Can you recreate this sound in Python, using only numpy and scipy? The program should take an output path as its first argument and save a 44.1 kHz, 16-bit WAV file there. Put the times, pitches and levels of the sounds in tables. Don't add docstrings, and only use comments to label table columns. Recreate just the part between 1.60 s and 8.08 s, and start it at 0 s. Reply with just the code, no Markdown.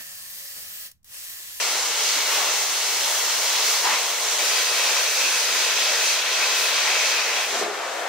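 import sys
import numpy as np
from scipy import signal
from scipy.fft import rfft, irfft
from scipy.io import wavfile
from scipy.ndimage import uniform_filter1d

SR = 44100
rng = np.random.default_rng(int(sys.argv[2]) if len(sys.argv) > 2 else 0)


def volts(x):
    e = np.asarray(x, float) / 20
    return 10 ** e


def put_to_file(sound):
    columns = np.atleast_2d(sound).T
    safe = np.clip(columns, -1, 1)
    whole_steps = np.round(safe * 32767)
    wavfile.write(sys.argv[1], SR, whole_steps.astype(np.int16))


N = 285768
T_S = np.arange(N) / SR
HZ = np.maximum(np.fft.rfftfreq(N, 1 / SR), 1)
SECOND_CUT_S = 2.7815
LIFT_S, LIFT_TAKES_S = 5.86, 0.15


def rms_one(x):
    return x / np.sqrt(np.mean(x ** 2) + 1e-20)


def at_hz(points, hz):
    points = np.array([p for p in points if p[0] > 0])
    return np.interp(np.log(hz), np.log(points[:, 0]), points[:, 1])


def drift(rate_hz):
    pole = np.exp(-128 * np.pi * rate_hz / SR)
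    coarse = rng.standard_normal(N // 64 + 1002)
    slow = signal.lfilter([1], [1, -2 * pole, pole * pole], coarse)[1000:]
    return np.interp(np.arange(N) / 64, np.arange(len(slow)), rms_one(slow))


def swells(rows):
    t = np.arange(0, N, 32) / SR
    total_db = sum(db * np.exp(-((t - s) / length) ** 2) for s, length, db in rows)
    return np.interp(T_S, t, total_db)


PART_EDGES_HZ = [300, 1300, 3600, 8000, 15700]
# f/Hz, density/dB per Hz
FIRST_COLOUR = [(120, -49), (250, -22.5), (330, -17.5), (450, -7.5), (900, -6), (1500, -7.5), (2500, -7.5),
                (4500, -6), (6500, -7), (7500, -11.5), (10000, -19.5), (12500, -22), (15700, -21.5)]
SECOND_COLOUR = [(120, -50), (250, -21), (330, -15), (480, -2), (900, -1), (1500, -2), (2500, -1),
                 (4500, -1), (6400, -2.5), (7300, -8.5), (10000, -16.5), (12500, -20.5), (15700, -20)]
FLAME_COLOUR = [(120, -48), (250, -23), (400, -8.5), (700, -2.5), (1300, -4.5), (2100, -7), (3000, -10),
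                (5000, -10.5), (7500, -16), (9000, -26), (12000, -30), (15700, -36)]
# f/Hz, width/Hz, lift/dB
FIRST_SLOT = [(620, 40, 2.5), (900, 200, 2), (1080, 50, 2), (1360, 70, 2.5), (1990, 120, 3),
              (2210, 90, 4.5), (2700, 80, 4), (2970, 100, 2), (3310, 40, 6), (4040, 150, 3),
              (4250, 60, 2.5), (4520, 120, 2.5), (5140, 150, 3), (5730, 200, 3), (6300, 200, 3)]
SECOND_SLOT = [(236, 20, 6), (410, 40, 3), (695, 30, 3), (950, 80, -3), (1035, 30, 3), (1530, 45, 4),
               (1940, 55, 4), (2290, 120, 2.5), (2500, 60, 1.5), (2600, 70, 3), (3150, 70, 3),
               (3290, 60, 2), (3900, 40, 4), (4130, 70, 3), (4310, 60, 3), (4720, 60, 2), (4920, 90, 5.5),
               (5200, 150, -2.5), (6100, 150, 4)]
FLAME_SLOT = [(410, 39, 1.6), (675, 80, 2.3), (1800, 61, 2.7)]


def torch(own_db, near_db, surge_db):
    lift_lean_db = 1
    levels = part_levels()
    lifted = np.clip((T_S - LIFT_S) / LIFT_TAKES_S, 0, 1)
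    shares = [T_S < SECOND_CUT_S, (T_S >= SECOND_CUT_S) * np.sqrt(1 - lifted), np.sqrt(lifted)]
    stages = [stage(FIRST_COLOUR, FIRST_SLOT), stage(SECOND_COLOUR, SECOND_SLOT),
              stage(FLAME_COLOUR, FLAME_SLOT)]
    middles = np.log(np.sqrt(np.multiply(PART_EDGES_HZ[1:], PART_EDGES_HZ[:-1])))
    centres = np.linspace(np.log(150), np.log(14000), num=14)
    out = np.zeros((2, N))
    surge, before = drift(25.0), drift(5.0)
    for k, centre in enumerate(centres):
        window = np.interp(np.log(HZ), centres, np.arange(centres.size) == k)
        mix = np.array([np.interp(centre, middles, row) for row in np.eye(4)])
        after = drift(5.0)
        flicker_db = own_db * drift(4.0) + near_db * (before + after) + surge_db * surge
        before = after
        for (pair, own_parts_db), share, parts_db in zip(stages, shares, levels):
            on = share > 0
            gain_db = mix @ parts_db[:, on] - mix @ own_parts_db + flicker_db[on]
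            out[:, on] += share[on] * volts(gain_db) * irfft(pair * window, N)[:, on]
    return out * volts(lift_lean_db / 2 * lifted * [[1], [-1]])


# roar/dB, rush/dB, hiss/dB, sizzle/dB
STEADY = [
    (-35, -29.5, -27, -35),
    (-34, -27.5, -27, -33.5),
    (-31.5, -32.5, -38, -46.5),
]
# roar, rush, hiss, sizzle, all dB/dB
FOLLOWS_JET = (0.17, 0.13, 1., 0.58)
FOLLOWS_SLAG = (0.87, 0.62, -0.13, -0.16)
FOLLOWS_STUMBLE = (0.61, 0.75, 0.54, 0.23)
FOLLOWS_SHOWER = (0., 0.3, 0, 0.79)
# t/s, oxygen jet/dB, slag load/dB
FIRST_JET = [
    (0.0, -30, 4),
    (0.01, -28.5, 1),
    (0.36, -29, -0.5),
    (0.43, -25.5, 0),
    (1.22, -28, -0.5),
    (2.15, -26, -0.5),
    (2.55, -30.5, 0.5),
    (2.77, -26, 1.5),
]
SECOND_JET = [
    (2.79, -25.5, 0),
    (4.51, -26, 0),
    (4.64, -30, 0),
    (4.81, -26, 0),
    (5.52, -27, 0),
    (6.01, -31, 0.0067),
    (6.04, -34, 0),
]
LET_GO_JET = [
    (6.07, -39, -1),
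    (6.2, -40.5, 0),
    (6.48, -40, 0.5),
]
# t/s, length/s, level/dB
STUMBLES = [(.65, 0.027, -3), (1.08, 0.069, -1), (2.225, .015, -5), (2.6, .06, -2.5), (2.765, .012, -2.5),
            (2.815, 0.029, 1), (4.47, .05, -1.5), (3.09, 0.067, -2.5), (3.51, 0.067, -4.5), (3.85, .06, -2),
            (4.14, 0.022, -2), (4.64, 0.1, -2), (5.62, .03, 0), (5.875, 0.039, -5), (6.14, .04, -0.5)]
# t/s, length/s, level/dB
CHOKES = [(.22, .05, 0.5), (.79, 0.13, 4.5), (2.03, .08, 2), (2.31, 0.086, 6.5), (2.85, 0.1, 1),
          (3.38, 0.054, 1), (4.07, 0.12, 1.5), (4.85, 0.11, 2), (5.3, 0.15, 3), (5.8, 0.093, 3),
          (6.05, 0.029, 2.5), (6.26, .04, 0.5)]
# t/s, length/s, level/dB
SHOWERS = [(.08, .1, 2), (.46, .07, 0), (.77, 0.066, 4.5), (1.48, 0.17, 3.5), (2.09, .06, 4.5),
           (2.55, .1, 1.5), (4.48, 0.081, 3.5), (.92, 0.11, 1), (5.02, 0.11, 3.5), (5.48, .06, 3.5),
           (5.84, 0.069, 4), (5.99, .05, 2.5)]


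def part_levels():
    sizzle_fade_db_per_s = -2.1
    s, jet_db, slag_db = np.transpose(FIRST_JET + SECOND_JET + LET_GO_JET)
    jet_db = np.interp(T_S, s, jet_db)
    slag_db = np.interp(T_S, s, slag_db) + swells(CHOKES)
    moves = np.outer(FOLLOWS_SLAG, slag_db)
    moves += np.outer(FOLLOWS_STUMBLE, swells(STUMBLES))
    moves += np.outer(FOLLOWS_SHOWER, swells(SHOWERS))
    levels = []
    for steady in STEADY:
        jet_moves = np.outer(FOLLOWS_JET, jet_db - steady[2])
        levels.append(np.array(steady)[:, None] + jet_moves + moves)
    levels[1][-1] += sizzle_fade_db_per_s * (T_S - SECOND_CUT_S)
    return levels


def stage(colour, slot):
    pair = port_pair()
    lift_db = sum(db / (1 + (2 * (HZ - hz) / width) ** 2) for hz, width, db in slot)
    centre = np.sqrt(uniform_filter1d(np.abs(pair.mean(axis=0)) ** 2, size=4000))
    pair = pair / centre * volts(at_hz(colour, HZ) + lift_db) * shop_echoes()
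    power = 2 * np.abs(pair.mean(axis=0) / N) ** 2
    parts = [power[(HZ > lo) & (HZ < hi)].sum() for lo, hi in zip(PART_EDGES_HZ, PART_EDGES_HZ[1:])]
    return pair, 10 * np.log10(parts)


# f/Hz, likeness 0-1
LIKENESS = [(60, 0.1), (130, 0.26), (300, 0.81), (1000, 0.68), (2200, 0.7), (3500, 0.47), (4800, 0.47),
            (6000, 0), (7200, 0.2), (11000, 0.34), (15000, .34)]
# f/Hz, lead/rad
LEAD = [(60, 0.), (2500, -.15), (4300, .35), (5300, .3), (6300, 2.5), (7200, 3.7), (11000, 4.),
        (13000, 3.5), (15500, 4.1)]
# f/Hz, level/dB
LEAN = [(100, -1), (300, 2), (1200, 1.5), (2400, 2.), (4400, 2), (5600, -2.5), (6800, -2), (8500, 1.5),
        (11000, 3), (15000, 5)]


def port_pair():
    shared, other = rfft(rng.standard_normal((2, N)))
    alike = np.clip(at_hz(LIKENESS, HZ), 0, .99)
    led = np.exp(1j * at_hz(LEAD, HZ)) * shared
    right = alike * led + np.sqrt(1 - alike ** 2) * other
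    lean = volts(at_hz(LEAN, HZ) / 2)
    return np.array([shared * lean, right / lean])


def shop_echoes():
    t60_s, level_db = .4, -12.
    n = np.arange(int(t60_s * SR))
    hits = rng.standard_normal(n.size) * (rng.random(n.size) < .03)
    tail = hits * volts(-60 * n / SR / t60_s)
    tail *= volts(level_db) / np.sqrt(np.sum(tail ** 2))
    return 1 + rfft(tail, N)


# peak t/s, fall/s, f/Hz, width/Hz, level/dB
HOWLS = [(0.718, 0.12, 980, 200, -40), (.86, .08, 1083, 250, -39), (0.502, .11, 4480, 120, -39),
         (.57, 0.053, 330, 120, -47), (2.265, .05, 925, 170, -24), (2.33, .04, 990, 200, -31),
         (2.46, .03, 980, 200, -33), (2.33, .06, 2150, 400, -31), (2.95, .25, 4740, 150, -36),
         (3.9, .45, 4920, 150, -35), (5.1, .5, 4900, 160, -38), (4.82, .05, 2300, 200, -30),
         (5.3, .35, 2350, 400, -31), (5.93, .05, 400, 60, -38), (5.99, .12, 232, 40, -48),
         (6.02, .018, 430, 130, -26.5), (6.085, .045, 410, 70, -31), (6.17, .025, 400, 80, -37),
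         (6.02, 0.015, 594, 400, -30), (6.07, 0.041, 653, 370, -32), (6.24, .07, 610, 300, -38.5)]


def howls():
    out, white = np.zeros((2, N)), irfft(port_pair(), N)
    for s, fall, hz, width, db in HOWLS:
        rise = 0.5 * fall
        on = slice(max(int((s - 3 * rise) * SR), 0), min(int((s + 3 * fall) * SR), N))
        late = np.arange(on.start, on.stop) / SR - s
        slot = signal.butter(2, [hz - width / 2, hz + width / 2], "band", fs=SR, output="sos")
        tone = rms_one(signal.sosfilt(slot, white[:, on]))
        tone /= np.sqrt(.2 + uniform_filter1d(tone.mean(axis=0) ** 2, size=900))
        swell = np.exp(-(late / np.where(late < 0, rise, fall)) ** 2)
        out[:, on] += volts(db) * tone * swell
    return out


# t/s, length/s, level/dB
SINGING = [(2.83, .1, 1), (3.02, .06, -1), (3.27, .08, 3.5), (3.65, 0.064, 6.5), (4.07, 0.049, 5),
           (4.45, 0.17, 1), (4.82, 0.044, 6), (5.01, .04, 5.5), (5.4, 0.19, 3.5), (5.58, .04, 5),
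           (5.76, .07, 1)]


def whistle():
    centre_hz, width_hz, level_db, dies_s = 2580, 260, -34.5, .06
    slot = 1 / (1 + (2 * (HZ - centre_hz) / width_hz) ** 2)
    cutting = (T_S > SECOND_CUT_S) * np.clip(1 - (T_S - LIFT_S) / dies_s, 0, 1)
    sung_db = level_db + swells(SINGING) + 1.3 * drift(15.0)
    return cutting * volts(sung_db) * rms_one(irfft(port_pair() * slot, N))


def wind():
    wind_db, wind_db_per_s, hum_db, hum_db_per_s = -69, -1.1, -68.5, -0.9
    low = signal.butter(2, [15, 70], "band", fs=SR, output="sos")
    dull = signal.butter(2, [100, 220], "band", fs=SR, output="sos")
    gust_level_db = wind_db + wind_db_per_s * T_S + 2.2 * drift(2.5) + [[-.7], [.7]]
    hum_level_db = hum_db + hum_db_per_s * T_S + 2.0 * drift(3.3) + [[.8], [-.8]]
    gust = rms_one(signal.sosfilt(low, rng.standard_normal((2, N))))
    hum_noise = rng.standard_normal(N) + 1.1 * rng.standard_normal((2, N))
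    hum = rms_one(signal.sosfilt(dull, hum_noise))
    return volts(gust_level_db) * gust + volts(hum_level_db) * hum


def scene():
    return torch(own_db=0.7, near_db=0.33, surge_db=-0.07) + howls() + whistle() + wind()


def band_limit(x):
    return signal.sosfilt(signal.butter(12, 16750, fs=SR, output="sos"), x)


def record(dry):
    dip_s, cutoff_hz = 0.0018, 15730
    away_s = np.abs(T_S - SECOND_CUT_S)
    dipped = dry * np.clip(away_s / dip_s, .15, 1)
    mix = irfft(rfft(dipped) * (HZ < cutoff_hz), N)
    return band_limit(mix)


dry = scene()
out = record(dry)
put_to_file(out)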